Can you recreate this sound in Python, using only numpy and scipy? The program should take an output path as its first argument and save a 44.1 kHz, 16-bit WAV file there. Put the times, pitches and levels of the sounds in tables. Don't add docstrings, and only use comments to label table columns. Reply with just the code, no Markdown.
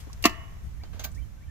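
import sys
import numpy as np
from scipy import signal
from scipy.fft import rfft, irfft
from scipy.io import wavfile

SR = 44100
rng = np.random.default_rng(int(sys.argv[2]) if len(sys.argv) > 2 else 0)


def generate_wav(signal):
    frames = np.transpose(np.atleast_2d(signal))
    scaled = np.clip(frames, -1, 1) * 32767
    pcm = np.round(scaled).astype(np.int16)
    wavfile.write(sys.argv[1], SR, pcm)


N = 66150
T = np.arange(SR) / SR
PORT_LAG_S, LIKENESS = 0.00009, 0.36

# t/s, level/dB, brightness/(dB/octave), weight on frame/dB, chatter/s
CONTACTS = [(0.2403, -25.5, 4, -12.5, 0.0024), (0.2505, -25, -3, -10, 0.00064),
            (0.2534, -13.5, 3.5, -0.5, 0.0035), (0.264, -30, -0.5, -13, 0.0012)]
# f/Hz, level/dB
CATCH_MODES = [(2120, -23.5), (2775, -17.5), (4590, -21)]
# f/Hz, level/dB
CRASH_COLOUR = [(150, -21), (250, 3), (480, -30), (900, 10), (1450, -5), (2100, 5), (3100, 1), (3900, 1),
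                (7000, -5), (8300, -13), (10500, -20.5), (12000, -12), (15000, -16)]
# f/Hz, t60/s
CRASH_DECAY = [(2000, 0.077), (5000, 0.031), (14000, 0.057)]
# f/Hz, level/dB, t60/s
FRAME_MODES = [(236, -6.5, 0.048), (253.5, 0.5, 0.05), (305.6, 3, 0.053), (342, -30, 0.019)]
# f/Hz, level/dB, left minus right/dB
STEEL_MODES = [(688, -2, 5), (1085, -4, -5), (1120, -3, -5), (1185, -2, -3), (1320, -8, -4), (1809, -5, -5),
               (1859, -9, -5), (1978, -11, -4), (2156, -7, -7), (2356, -11, -4), (2592, -7, 0),
               (2664, -2, 9), (2830, -5, 0), (4390, -11, -9), (4523, -10, -8), (6760, -13, 6),
               (7080, -13, 6)]
# f/Hz, level/dB
HANDLE_MODES = [(651, -48), (1125, -55), (1680, -53), (1787, -48), (1868, -44), (1992, -49), (2067, -52),
                (2186, -53), (2918, -43), (2988, -49)]
# t/s, level/dB, rise/s, t60/s, brightness/(dB/octave), pin/dB, body/dB
CLACKS = [(0.834, -47, 0.0013, 0.15, -3.5, -46, -9), (.931, -46.5, 0.0012, 0.44, -4.5, -38, -9),
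          (0.992, -39, 0.0043, 0.16, -0.5, -21, -3), (1.0382, -29, 0.0065, 0.063, 4, -14.5, -15),
          (1.0486, -42, 0.0035, 0.13, -2, 6, 2)]
# f/Hz, level/dB
CLACK_COLOUR = [(100, 3.5), (250, 1.5), (900, 4), (1600, 1.5), (4600, 3), (5600, -3.5), (6400, 4.5),
                (9000, -15.5), (14000, -7.5)]
# f/Hz, level/dB, t60/s
PIN_MODES = [(2300, 2, .03), (6290, -6, .06), (11440, -5, .06), (14935, 10, .048)]
# f/Hz, level/dB
BODY_MODES = [(240, -9), (610, -8), (662, -7), (745, -8), (1170, -9), (1565, -1.5)]
# t/s, level/dB, centre f/Hz, width/octaves, t60/s
TICK_BURSTS = [(.002, -48.5, 3960, 1.9, 0.13), (.07, -40.5, 308, 0.42, 0.041),
               (0.099, -47, 1097, 0.039, 0.048), (.13, -41.5, 5400, 0.52, 0.027),
               (0.2245, -36, 10000, 4.5, 0.059), (0.836, -45.5, 4540, 0.022, 0.018),
               (0.994, -40.5, 6330, 0.028, 0.065), (1.115, -54, 7060, 0.37, 0.061),
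               (1.147, -53.5, 6300, 0.47, 0.12)]
# t/s, level/dB
RISING_CALLS = [(.79, -58), (1.155, -55.5), (1.403, -63)]
# t/s, length/s, f/Hz, level/dB
HELD_NOTES = [(1.36, 0.05, 1540, -66), (1.478, 0.053, 1780, -55.5)]
# t/s, left level/dB, right level/dB
GUSTS = [(0, -41, -43), (.31, -36, -44), (0.599, -40.5, -39.5), (0.656, -29.5, -39.5),
         (0.701, -42.5, -36.5), (0.846, -42, -37), (0.9, -45.5, -37.5), (0.949, -45.5, -31.5),
         (1.03, -45, -40), (1.19, -42.5, -31.5), (1.351, -44, -40)]
# f/Hz, level/dB
WIND_COLOUR = [(15, -8.5), (45, -5), (62, 0.5), (115, -9.5), (160, -17), (500, -43.5), (1500, -57)]
# f/Hz, level/dB
HISS_COLOUR = [(250, 1), (650, 2), (2100, -2.5), (4500, -11), (6500, -7), (9500, -20), (13000, -12),
               (15500, -27)]
# t/s, level/dB
HISS_LEVEL = [(0, -55), (.8, -60), (1.5, -61.5)]
# f/Hz, t60/s
GARDEN_DECAY = [(200, 0.2), (1000, 0.91), (2700, 0.85), (4500, 0.073)]


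def clank(rise_s=0.001, steel_t60=0.068, damping_hz=4910, low_cut_hz=194):
    out = handle()
    frame = sum(ring(*mode, pan_db=-5.5) for mode in FRAME_MODES)
    t = T[:SR // 4]
    for s, db, tilt, weight_db, chatter_s in CONTACTS:
        colour = lambda f: curve(CRASH_COLOUR, f) + weight_db / (1 + (f / 1000) ** 2)
        crash = fade(noise(colour, len(t), LIKENESS, tilt), CRASH_DECAY, hold_s=chatter_s)
        add(out, s, amp(db) * crash * np.minimum(t / rise_s, 1))
        steel = 0
        for hz, level, pan_db in STEEL_MODES:
            t60 = steel_t60 / (1 + (hz / damping_hz) ** 2)
            steel += ring(hz, level + tilt * np.log2(hz / 2500), t60, pan_db) * rng.choice([-1, 1])
        add(out, s, amp(db) * (steel + amp(weight_db) * frame) * np.minimum(2 * T / chatter_s, 1))
    return signal.sosfilt(signal.butter(6, low_cut_hz, "high", fs=SR, output="sos"), out)


def handle(catch_s=0.2395, rise_s=0.0016, sing_s=0.256, sing_t60=0.64, beat_hz=5, twin_db=-9):
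    out = np.zeros((2, N))
    ping = sum(ring(hz, db, t60=0.061) for hz, db in CATCH_MODES)
    add(out, catch_s, ping * np.minimum(T / rise_s, 1))
    for hz, db in HANDLE_MODES:
        twin = ring(hz + beat_hz * rng.uniform(0.55, 1.7), db + twin_db, sing_t60)
        add(out, sing_s, ring(hz, db, sing_t60, pan_db=-6) + twin)
    return out


def linkage(pan_db=-2):
    out = np.zeros((2, N))
    pin = sum(ring(*mode) for mode in PIN_MODES)
    for s, db, rise, t60, tilt, pin_db, body_db in CLACKS:
        grit = noise(lambda f: curve(CLACK_COLOUR, f), SR // 4, LIKENESS, tilt)
        add(out, s, amp(db) * envelope(rise, t60) * grit)
        body = sum(ring(hz, level, t60=0.12) * rng.choice([-1, 1]) for hz, level in BODY_MODES)
        add(out, s, amp(db + pin_db) * pin + amp(db + body_db) * body * np.minimum(T / rise, 1))
    return out * pan(pan_db)


def ticks(rise_s=0.00065):
    out = np.zeros((2, N))
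    for s, db, hz, width, t60 in TICK_BURSTS:
        colour = lambda f: -20 * np.log10(1 + (np.log2((f + 1) / hz) / width) ** 2)
        add(out, s, amp(db) * envelope(rise_s, t60) * noise(colour, SR // 4, LIKENESS))
    return out


def bird(slide_s=0.056, pip_s=0.034, pip_hz=3090, pip_db=-6):
    out = np.zeros((2, N))
    for s, db in RISING_CALLS:
        add(out, s, whistle(slide_s, start_hz=1810, end_hz=2330, db=db))
        add(out, s + slide_s, whistle(pip_s, pip_hz, pip_hz, db + pip_db))
    for s, length, hz, db in HELD_NOTES:
        add(out, s, whistle(length, hz, hz, db))
    return out


def whistle(length, start_hz, end_hz, db, glide_at=0.42, glide_share=0.093):
    progress = np.arange(0, 1, 1 / (length * SR))
    hz = start_hz + (end_hz - start_hz) * (1 + np.tanh((progress - glide_at) / glide_share)) / 2
    return (amp(db) * np.sin(np.pi * progress) * np.sin(2 * np.pi * np.cumsum(hz) / SR))[None]


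def garden(x, near_db=-18.5, near_t60=0.24, far_db=-24, build_s=0.0092, echo_s=0.04, echo_db=-24):
    near = noise(np.zeros_like, SR, tilt=-1.1) * amp(-60 * T / near_t60)
    far = fade(noise(np.zeros_like, SR, tilt=-1.1), GARDEN_DECAY)
    onset = np.minimum(T / build_s, 1) ** 2
    tail = (amp(near_db) * unit_rms(near * onset) + amp(far_db) * unit_rms(far * onset)) / np.sqrt(SR)
    tail[:, round(echo_s * SR)] += amp(echo_db)
    return signal.fftconvolve(x, tail, axes=1)[:, :N]


def wind():
    t = np.arange(N) / SR
    s, left, right = np.transpose(GUSTS)
    gusts = amp([np.interp(t, s, left), np.interp(t, s, right)])
    return gusts * noise(lambda f: curve(WIND_COLOUR, f), N, likeness=0.29)


def hiss():
    level_db = np.interp(np.arange(N) / SR, *np.transpose(HISS_LEVEL))
    return amp(level_db) * noise(lambda f: curve(HISS_COLOUR, f), N, likeness=0.036)


def ring(hz, db, t60, pan_db=0):
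    t = np.maximum(T - np.array([[PORT_LAG_S], [0]]), 0)
    return pan(pan_db) * amp(db - 60 * t / t60) * np.sin(2 * np.pi * hz * t)


def noise(colour, size, likeness=0, tilt=0):
    hz = np.fft.rfftfreq(size, 1 / SR)
    shared, separate = rfft(rng.standard_normal((2, size)))
    left = shared * np.exp(-2j * np.pi * hz * PORT_LAG_S)
    right = likeness * shared + np.sqrt(1 - likeness ** 2) * separate
    gain = amp(colour(hz) + tilt * np.log2(np.maximum(hz, 200)))
    return unit_rms(irfft(np.array([left, right]) * gain, size))


def fade(x, decay, hold_s=0):
    hz, spectrum = np.fft.rfftfreq(x.shape[1], 1 / SR), rfft(x)
    centres = np.geomspace(125, 16000, 8)
    t = np.maximum(T[:x.shape[1]] - hold_s, 0)
    out = 0
    for centre, weights in zip(centres, np.eye(len(centres))):
        band = irfft(spectrum * curve(list(zip(centres, weights)), hz), len(t))
        out += band * amp(-60 * t / curve(decay, centre))
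    return out


def envelope(rise, t60):
    t = T[:SR // 4]
    return np.minimum(t / rise, 1) * amp(-60 * np.maximum(t - rise, 0) / t60)


def curve(points, hz):
    f, value = np.transpose(points)
    return np.interp(np.log(hz + 1), np.log(f), value)


def amp(db):
    return 10 ** (np.asarray(db) / 20)


def unit_rms(x):
    return x / np.sqrt(np.mean(x ** 2) + 1e-20)


def pan(db):
    return amp(np.array([[db], [-db]]) / 2)


def add(mix, s, sound):
    part = mix[:, max(round(s * SR), 0):][:, :sound.shape[1]]
    part += sound[:, :part.shape[1]]


def scene(jack_send_db=-4, bird_send_db=2):
    jack = clank() + linkage() + ticks()
    song = bird()
    reverb = garden(amp(jack_send_db) * jack + amp(bird_send_db) * song)
    return jack + song + reverb + wind() + hiss()


def record(dry, high_cut_hz=15600):
    high_cut = signal.firwin(255, high_cut_hz, window=("kaiser", 9), fs=SR)
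    return signal.oaconvolve(np.clip(dry, -1, 1), high_cut[None], "same")


dry = scene()
out = record(dry)
generate_wav(out)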